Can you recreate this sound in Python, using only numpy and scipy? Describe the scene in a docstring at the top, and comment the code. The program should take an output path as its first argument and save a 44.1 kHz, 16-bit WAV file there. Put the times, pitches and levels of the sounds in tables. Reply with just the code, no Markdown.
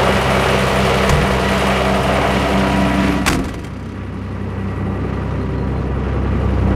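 """First heard is the steady throb of a six-cylinder diesel generator and its fan, at the open housing door.
Firing-modulated noise, filtered by block and door, makes the engine; harmonic series make exhaust and fan.
The air gap rings as narrow noise. The nudged door swings to, bangs and chatters: noise cracks and dying modes.
Muffled engine and fan then grow again, bass first, as the microphone moves along the housing.
A squeak of the hinge and faint trills nearby are narrow-band noise."""
import sys
import numpy as np
from scipy import signal
from scipy.fft import rfft, irfft
from scipy.io import wavfile
from scipy.ndimage import uniform_filter1d

SR = 44100
rng = np.random.default_rng(int(sys.argv[2]) if len(sys.argv) > 2 else 0)


def dump(signal):
    """Clip the signal to [-1, 1] and save it as 16-bit WAV at the path in sys.argv[1]."""
    limited = np.clip(np.atleast_2d(signal).T, -1, 1)
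    pcm = np.round(limited * 32767).astype(np.int16)
    wavfile.write(sys.argv[1], SR, pcm)


N = 297675
T = np.arange(N) / SR  # time/s

CYCLE_SAMPLES = 4012  # two crank turns, six firings
FIRST_FIRING_S = .0908
EXHAUST_START_RAD, FAN_START_RAD = -1.35, -.38
VALVE_HZ, VALVE_WIDTH_HZ, VALVE_T60_S = 9580, 1050, 0.11
VALVE_OVER_FIZZ_DB = 3.5  # peak of the tick over the top noise layer, door open
WAVER_DB_PER_MULTIPLE = .1  # rms wavering of a tone, times its multiple
CRACK_T60_S, SHORTER_S_PER_DB = .075, .0004  # weaker cracks die sooner
LATCH_OVER_CRACK_DB = -16.5  # for single blows
RUN_JITTER_S, RUN_SPREAD_DB = .002, 4  # greatest deviation either way
TRILL_PER_S = 48
BAND_LIMIT_HZ = 15780

# What reaches the microphone as it moves and the door shuts:
# [t/s, bass level/dB, body level/dB, treble level/dB]
HEARD = [(0.0, -1, 1.5, 0.5), (0.7, 0, 0.4, 1.2), (1.14, 1.5, 0, 0.7), (1.35, 0.5, -1.5, -1.6),
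         (1.65, 0, -0.4, 1), (2.0, -0.5, -0.5, -1.5), (2.63, 0, -1, -3), (2.97, 0.7, -4, -4.5),
         (3.21, -1, -8, -9.5), (3.44, -8, -12, -13.5), (3.61, -9.5, -17, -21), (3.91, -9.5, -17, -21.5),
         (4.63, -6, -12.5, -19), (4.92, -3.5, -10, -19), (5.36, -1.5, -9.5, -20), (6.13, 3.5, -8, -19),
         (6.75, 7.5, -4.5, -16.5)]
# Narrowing of the door gap, which lifts or lowers layers: [t/s, share 0-1]
GAP_NARROWING = [(1.3, 0), (2.4, .5), (2.95, .95), (3.2, 1), (3.34, 0)]
# Change from the open-door to the shut-door spectrum: (start t/s, end t/s)
SHUTTING_S = (2.97, 3.196)

# Engine noise bands: [low f/Hz, high f/Hz, power share repeating each cycle, throb depth/dB]
NOISE_BANDS = [(20, 113, 0.19, -5), (150.5, 275, 0.25, 0.5), (377, 1310, 0.66, 1), (1490, 2790, 0.38, 2.5),
               (3420, 6680, 0.28, 2), (8540, 13700, .08, 4.5)]
# The same bands as rumble, growl, roar, clatter, hiss, fizz:
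# [level/dB, share of bass level, of body level, of treble level, lift/dB by the narrowing gap]
NOISE_LEVELS = [(-32, .8, 0, 0, -4), (-27.5, 0.42, .05, 0.0055, 2.5), (-19.2, 0, 1.06, 0, -2.6),
                (-25, 0, 0.48, 0.49, 1.6), (-33, 0.056, 0, 1, 0.5), (-41.5, 0, 0.053, 1.17, 1)]
# Loud and dead spots of the noise: [band counted from 0, t/s, half-width/s, level/dB]
NOISE_SPOTS = [(0, 1.3, .3, 1.5), (1, 1.9, .35, -3), (1, 6.2, .6, -2.2), (4, 4.6, .45, -1.8),
               (5, 4.8, .35, 1.5), (5, 6.3, .5, -1.5)]
# Strength of the six firings in order: [relative; a quarter of it is added to the throb]
FIRING_STRENGTHS = [2.1, 0.56, 3.8, 1.6, 2.5, 2.7]
# Engine spectra with the door open and shut: [f/Hz, level per Hz/dB]
OPEN_SPECTRUM = [(20, -13), (60, -4), (110, 5), (170, -0.5), (250, -6.5), (420, 0), (668, -3), (1310, -7),
                 (1500, -13.5), (3050, -17), (3500, -23), (6500, -33), (11000, -43.5), (15600, -50)]
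SHUT_SPECTRUM = [(20, -19), (50, -15), (82, -10.5), (120, -2), (260, 0), (480, -8.5), (620, -15),
                 (1250, -21), (1580, -30.5), (2900, -37.5), (3550, -45.5), (6500, -54.5), (11000, -64),
                 (15600, -70)]
# Resonances of block and housing: [f/Hz, width/Hz, peak lift open/dB, peak lift shut/dB]
BLOCK_RESONANCES = [(156.8, 3.5, -2.5, 10.5), (464, 16, 0, 1), (504, 12, 4, 0.5), (578, 9.7, 5, 0.5),
                    (665.6, 17, 8.5, -5.5), (784, 12, 4, 4), (1159, 12, 4.5, 10), (1948, 19, 6.5, 10.5),
                    (2276, 43, 4, 1), (2870, 14, 8.5, 1)]

# Exhaust tones on the firing rate, fan tones on the blade rate:
# [multiple, level/dB, share of bass level, of body level, of treble level, lift/dB by the narrowing gap]
EXHAUST_TONES = [(1, -25, 0.95, 0, 0, 0.5), (2, -27, 0.087, 0.86, 0, 3), (3, -31, 0.026, .6, 0, 7),
                 (4, -41, 0, 0.035, 0, 12)]
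FAN_TONES = [(1, -27, 0.93, 0, 0, -4), (2, -24, 0.28, 0.58, 0.041, 7.5), (3, -38, 0.024, .5, 0, 19.5),
             (4, -30.5, 0, 1.55, 0.043, 8), (10, -32.5, 0, 0.98, 0.045, 6.5), (20, -39, 0.08, 0.02, .95, 6)]
# Loud and dead spots the microphone passes: [multiple, t/s, half-width/s, level/dB]
EXHAUST_SPOTS = [(2, .8, .5, 2.5), (2, 3.5, .3, -5), (2, 5.7, .75, 8), (3, 3.45, .2, -6), (3, 5.2, 1.1, 7),
                 (3, 6.2, .25, -5), (3, 6.75, .12, 5), (4, 1.2, .4, -14), (4, 5.6, 1.3, 4)]
FAN_SPOTS = [(1, 1.6, 1.2, -20), (1, 3.8, .3, 3), (1, 4.55, .65, 7), (1, 6.0, .35, -4), (2, .3, 0.46, -3),
             (2, 2.2, .2, -7), (2, 3.55, .35, -6), (2, 4.7, .4, 3), (2, 5.65, .45, -15), (3, 0.0, .45, -8),
             (3, 3.7, .3, 5), (3, 5.0, .2, 10.5), (3, 5.9, 0.84, -8), (4, 2.3, .35, -5), (4, 4.3, .45, -10),
             (4, 2.85, .15, -14), (4, 5.55, .5, 10), (10, 2.0, .4, -5), (10, 5.0, .15, -15),
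             (10, 6.3, .4, -4), (20, 1.5, 0.21, 7.5), (20, 1.95, .2, -5), (20, 4.85, .5, 10.5)]
# Blade rate of the fan, whose belt slips a little for a moment: [t/s, f/Hz]
FAN_RATE = [(0, 96.75), (1.4, 96.75), (1.85, 96.45), (2.3, 96.75), (6.75, 96.74)]
# Ringing of the air gap until the door is to: [t/s, f/Hz, level/dB]
GAP_RING = [(1.5, 640, -33), (1.8, 640, -23), (2.1, 688.5, -21.5), (2.4, 690.4, -26.5), (2.7, 677.6, -24),
            (3.1, 669, -28), (3.3, 673, -35)]

# Single blows of the door: [t/s, crack envelope level/dB, edge ring level/dB before roughening]
SINGLE_BLOWS = [(1.0934, -11, -33), (3.2624, -10.5, -27), (3.2758, -14.5, -21.5), (3.279, -10.5, -18),
                (3.2854, -27, -21), (3.2974, -21, -30), (3.3094, -24, -34), (3.322, -21, -25),
                (3.33, -18, -21.5), (3.345, -24, -33), (3.3543, -31, -36), (3.373, -44, -36),
                (3.4144, -42, -49), (3.454, -34, -44), (3.4824, -31, -45), (3.615, -44, -50),
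                (3.6374, -37, -51), (3.6681, -38, -49)]
# Runs of blows as the door rebounds and the latch rattles out: [first t/s, last t/s, spacing/s,
# first crack level/dB, loss per blow/dB, edge ring over crack/dB, latch ring over crack/dB]
BLOW_RUNS = [(3.3885, 3.65, .051, -26.5, 1.6, -12, -14), (3.7054, 3.92, .0305, -44, 0, -5, -9)]
# Spectrum of a crack: [f/Hz, level per Hz/dB]
CRACK_SPECTRUM = [(250, -19), (500, -11.5), (1000, -4.5), (2200, -7), (3200, -15), (6000, -17),
                  (9000, -19.5), (12500, -27.5), (15600, -40)]
# Thumps of the door on the housing: [t/s, boom level/dB, drum level/dB]
THUMPS = [(1.097, -10.5, -34), (1.125, -12, -39), (1.159, -15, -30), (1.216, -21, -34), (1.28, -21.5, -36),
          (3.27, -25, -15), (3.287, -14.5, -18), (3.31, -33, -13), (3.328, -17.5, -22), (3.348, -34, -13.5),
          (3.39, -28, -14), (3.445, -22, -23), (3.541, -30, -27), (3.58, -35, -24)]
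# Modes of door edge, latch, door panel and booming housing: [f/Hz, relative level/dB, t60/s]
EDGE_MODES = [(780, -8, .1), (960, -6, .1), (1120, -4, .1), (1335, 0, .11), (1440, -4, .1), (1700, -7, .1),
              (2080, -2.5, .12), (2230, -5, .1), (2480, -6, .1)]
LATCH_MODES = [(3130, 5.5, 0.11), (3600, -2.5, .1), (4700, 2, 0.13), (6000, -1, .08), (6040, -3, .09),
               (7240, -7, .12), (7450, -17, 0.074), (9200, -11, .1), (9300, -7, .1)]
PANEL_MODES = [(185, -4, .2), (268, 0, .2), (300, -2.5, .2), (335, -3, .18), (480, -8, .15), (690, -9, .15)]
HOUSING_MODES = [(47, -6, 0.55), (58.4, -4, .5), (75, 2, 0.25), (94, -3, .15), (150.2, 0, 0.37)]
# Faint squeaks of the hinge: [start t/s, end t/s, start f/Hz, end f/Hz, level/dB]
SQUEAKS = [(3.07, 3.152, 10900, 11800, -50), (3.2, 3.235, 12000, 12200, -66)]
# Faint trills nearby: [start t/s, end t/s, f/Hz, level/dB before pulsing]
TRILLS = [(4.21, 4.33, 4130, -62), (4.56, 4.62, 4150, -65), (4.85, 4.95, 3850, -60),
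          (4.99, 5.08, 4050, -61), (5.14, 5.17, 4200, -61), (5.387, 5.46, 4150, -57),
          (5.54, 5.71, 4170, -54), (5.74, 5.81, 4130, -59), (6.21, 6.35, 4130, -59), (6.4, 6.45, 4120, -59),
          (6.66, 6.7, 4150, -60)]
# Brief dips of the treble: [t/s, length/s, level/dB]
TREBLE_DIPS = [(1.122, .003, -8), (1.166, .003, -18), (3.2955, .006, -22), (3.339, .004, -10)]


def gain_of(db):
    """Amplitude ratio from a level: twenty decibels per factor of ten."""
    return 10 ** (np.asarray(db) / 20)


def evened(x):
    """Normalization to a root-mean-square value of 1."""
    return x / np.sqrt(np.mean(x ** 2) + 1e-20)


def columns(rows):
    """Linear interpolation of each column against the time in the first."""
    times, *values = np.transpose(rows)
    return [np.interp(T, times, value) for value in values]


def read(points, hz):
    """Interpolation of a spectrum on a logarithmic frequency axis."""
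    f, value = np.transpose(points)
    return np.interp(np.log(hz + 1), np.log(f + 1), value)


def shaped(x, gain):
    """Linear filtering: each spectral bin is multiplied by its gain, then the whole is set to rms 1."""
    return evened(irfft(rfft(x) * gain, N))


def wobble(size):
    """Random fluctuation of rms 1: white noise under two moving averages of size samples."""
    once = uniform_filter1d(rng.standard_normal(N), size)
    return evened(uniform_filter1d(once, size))


def fuzzy(hz, width):
    """Narrow-band noise: complex low-passed noise shifted onto a carrier that follows hz."""
    radius = np.exp(-np.pi * width / SR)
    white = rng.standard_normal(N) + 1j * rng.standard_normal(N)
    slow = signal.lfilter([1], [1, -2 * radius, radius * radius], white)
    phase = 2 * np.pi * np.cumsum(hz * np.ones(N)) / SR
    return evened((slow * np.exp(1j * phase)).real)


def controls():
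    """Transmission by position and aperture: three heard levels and the narrowing of the gap."""
    return np.array(columns(HEARD) + columns(GAP_NARROWING))


def level(law, spots, which, control):
    """Superposition in dB: own level, weighted controls and Gaussian loud or dead spots."""
    spot_db = sum(db * np.exp(-((T - s) / half) ** 2)
                  for target, s, half, db in spots if round(target) == which)
    return law[0] + np.dot(law[1:], control) + spot_db


def repeating(memory):
    """Cyclic correlation: each cycle of noise keeps most of the cycle before it."""
    fresh = rng.standard_normal((N // CYCLE_SAMPLES + 21, CYCLE_SAMPLES))
    cycles = signal.lfilter([1], [1, -memory], fresh, axis=0)
    return evened(cycles[20:].ravel()[:N])  # the first cycles settle the memory


def engine_colours(hz):
    """Resonance: Lorentzian peaks of block and housing lift the open and shut spectra."""
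    def lift(column):
        return sum(row[column] / (1 + (2 * (hz - row[0]) / row[1]) ** 2) for row in BLOCK_RESONANCES)
    return gain_of(read(OPEN_SPECTRUM, hz) + lift(2)), gain_of(read(SHUT_SPECTRUM, hz) + lift(3))


def valve(firings, fizz_db, shut):
    """Exponential decay: one valve tick per cycle, a noise resonance restarted at the fourth firing."""
    since_s = (firings - 3) % 6 * CYCLE_SAMPLES / 6 / SR
    db = fizz_db + VALVE_OVER_FIZZ_DB + 2.0 * np.sin(shut) - 60 * since_s / VALVE_T60_S
    return gain_of(db) * fuzzy(VALVE_HZ, VALVE_WIDTH_HZ)


def engine():
    """Amplitude modulation: firings throb repeating and fresh noise, coloured by block and door."""
    hz = np.fft.rfftfreq(N, 1 / SR)
    open_colour, shut_colour = engine_colours(hz)
    shut = np.interp(T, SHUTTING_S, (0, np.pi / 2))  # angle of an equal-power crossfade
    firings = (T - FIRST_FIRING_S) * SR / CYCLE_SAMPLES * 6
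    strength = np.array(FIRING_STRENGTHS)[np.floor(firings).astype(int) % 6] / 4
    throb = uniform_filter1d(.5 - firings % 1 + strength, size=30)  # jumps at each firing, then sinks
    same, fresh = repeating(memory=0.891), rng.standard_normal(N)
    control = controls()
    levels = [level(law, NOISE_SPOTS, k, control) for k, law in enumerate(NOISE_LEVELS)]
    out = np.zeros(N)
    for (low_hz, high_hz, share, throb_db), db in zip(NOISE_BANDS, levels):
        uneven_db = 1.08 * wobble(size=300) + 0.76 * wobble(size=4000)  # no two firings burn alike
        noise = np.sqrt(share) * same + np.sqrt(1 - share) * fresh
        drive = gain_of(throb_db * throb + uneven_db) * noise
        band = 1 / np.sqrt((1 + (low_hz / (hz + 1)) ** 12) * (1 + (hz / high_hz) ** 12))
        through_open = np.cos(shut) * shaped(drive, band * open_colour)
        through_shut = np.sin(shut) * shaped(drive, band * shut_colour)
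        out += gain_of(db) * (through_open + through_shut)
    return out + valve(firings, levels[-1], shut)


def tones(rows, spots, hz, start_rad):
    """Harmonic series: multiples of one rotation swell and fade at loud and dead spots."""
    angle = 2 * np.pi * np.cumsum(hz * np.ones(N)) / SR + start_rad
    control, out = controls(), np.zeros(N)
    for multiple, *law in rows:
        waver_db = multiple * WAVER_DB_PER_MULTIPLE * wobble(size=3000)
        db = level(law, spots, round(multiple), control) + waver_db
        out += np.sqrt(2) * gain_of(db) * np.cos(round(multiple) * angle)
    return out


def exhaust():
    """Periodic pulsation: tones on multiples of the firing rate, six firings per cycle."""
    return tones(EXHAUST_TONES, EXHAUST_SPOTS, 6 * SR / CYCLE_SAMPLES, EXHAUST_START_RAD)


def fan():
    """Blade-passing tones: multiples of a blade rate that sags slightly as the belt slips."""
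    return tones(FAN_TONES, FAN_SPOTS, columns(FAN_RATE)[0], FAN_START_RAD)


def door_gap():
    """Cavity resonance: the air gap sounds as narrow noise of moving pitch until the door is to."""
    gap_hz, gap_db = columns(GAP_RING)
    return gain_of(gap_db) * (T < GAP_RING[-1][0]) * fuzzy(gap_hz, width=138)


def add(mix, s, sound):
    """Superposition: a sound is added into the mix from time s, cut at the end."""
    part = mix[round(s * SR):][:len(sound)]
    part += sound[:len(part)]


def ring(modes, t, chance, uneven_db):
    """Modal decay: damped sines whose pitch and level vary a little with each stroke."""
    out = np.zeros(len(t))
    for (hz, db, t60), c in zip(modes, chance):
        struck_hz = hz * (1 + 0.033 * (c - .5))
        decay_db = db + uneven_db * (c - 1.0) - 60 * t / t60
        out += gain_of(decay_db) * np.sin(2 * np.pi * struck_hz * t)
    return out


def blows():
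    """Repeated impact: single blows, then runs with random timing and strength."""
    rows = [(s, db, edge_db, db + LATCH_OVER_CRACK_DB) for s, db, edge_db in SINGLE_BLOWS]
    for first, last, spacing, db, loss_db, edge_db, latch_db in BLOW_RUNS:
        luck = rng.uniform(-1, 1, (12, 2))
        for k, s in enumerate(np.arange(first, last, spacing)[:len(luck)]):
            crack_db = db - k * loss_db + RUN_SPREAD_DB * luck[k, 0]
            time_s = s + RUN_JITTER_S * luck[k, 1]
            rows.append((time_s, crack_db, crack_db + edge_db, crack_db + latch_db))
    return rows


def door():
    """Impact excitation: blows crack and ring edge and latch; thumps drum the panel and boom the housing."""
    hz = np.fft.rfftfreq(N, 1 / SR)
    crack = shaped(rng.standard_normal(N), gain_of(read(CRACK_SPECTRUM, hz)))
    crack_envelope, edge, bodies = np.zeros(N), np.zeros(N), np.zeros(N)
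    t = T[:SR // 2]
    for s, db, edge_db, latch_db in blows():
        chance = rng.random(len(LATCH_MODES))
        t60 = max(CRACK_T60_S + SHORTER_S_PER_DB * db, .01)
        add(crack_envelope, s, gain_of(db - 60 * t / t60) * np.minimum(t / 0.0011, 1))
        add(edge, s, gain_of(edge_db) * ring(EDGE_MODES, t, chance, uneven_db=2))
        add(bodies, s, gain_of(latch_db) * ring(LATCH_MODES, t, chance[::-1], uneven_db=14))
    for s, boom_db, drum_db in THUMPS:
        chance = rng.random(len(PANEL_MODES))
        drum = ring(PANEL_MODES, t, chance, uneven_db=1.5) * np.minimum(t / 0.0049, 1)
        boom = ring(HOUSING_MODES, t, chance, uneven_db=3.0) * np.minimum(t / 0.0073, 1)
        add(bodies, s, gain_of(drum_db) * drum)
        add(bodies, s, gain_of(boom_db) * boom)
    buzz = .7 + .7 * wobble(size=120)  # loose sheet metal roughens the ring of the edge
    return bodies + edge * buzz + crack_envelope * crack


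def bursts(rows, width):
    """Enveloped narrow-band noise: fuzzy tones swell, fade and glide from pitch to pitch."""
    out = np.zeros(N)
    for start, end, start_hz, end_hz, db in rows:
        progress = np.clip((T - start) / (end - start), 0, 1)
        swell = np.sqrt(np.sin(np.pi * progress).clip(0))
        glide_hz = np.interp(T, (start, end), (start_hz, end_hz))
        out += gain_of(db) * swell * fuzzy(glide_hz, width)
    return out


def hinge():
    """Friction squeak, modelled as narrow-band noise with rising pitch."""
    return bursts(SQUEAKS, width=150)


def trills():
    """Amplitude modulation: a cosine makes quick pulses of a narrow tone."""
    pulses = 1 + 0.65 * np.cos(2 * np.pi * TRILL_PER_S * T)
    steady = [(start, end, hz, hz, db) for start, end, hz, db in TRILLS]
    return pulses * bursts(steady, width=60)


def scene():
    """Linear superposition of all sources in one channel."""
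    return (engine() + exhaust() + fan() + door_gap() + door() + hinge() + trills())[None]


def record(dry):
    """Filtering and saturation: brief treble dips, soft limit, short end fade, then band limit."""
    low = signal.sosfiltfilt(signal.butter(2, 500, fs=SR, output="sos"), dry)
    dip_db = sum(db * np.exp(-(2 * (T - s) / length) ** 4) for s, length, db in TREBLE_DIPS)
    dipped = low + gain_of(dip_db) * (dry - low)
    limited = 1.1 * np.tanh(dipped / 1.1)
    faded = limited * np.minimum((T[-1] - T) / .003, 1)
    padded = np.pad(faded, ((0, 0), (511, 511)), "reflect")
    low_pass = signal.firwin(1023, BAND_LIMIT_HZ, window=("kaiser", 9), fs=SR)
    return signal.oaconvolve(padded, low_pass[None], "valid")


dry = scene()
out = record(dry)
dump(out)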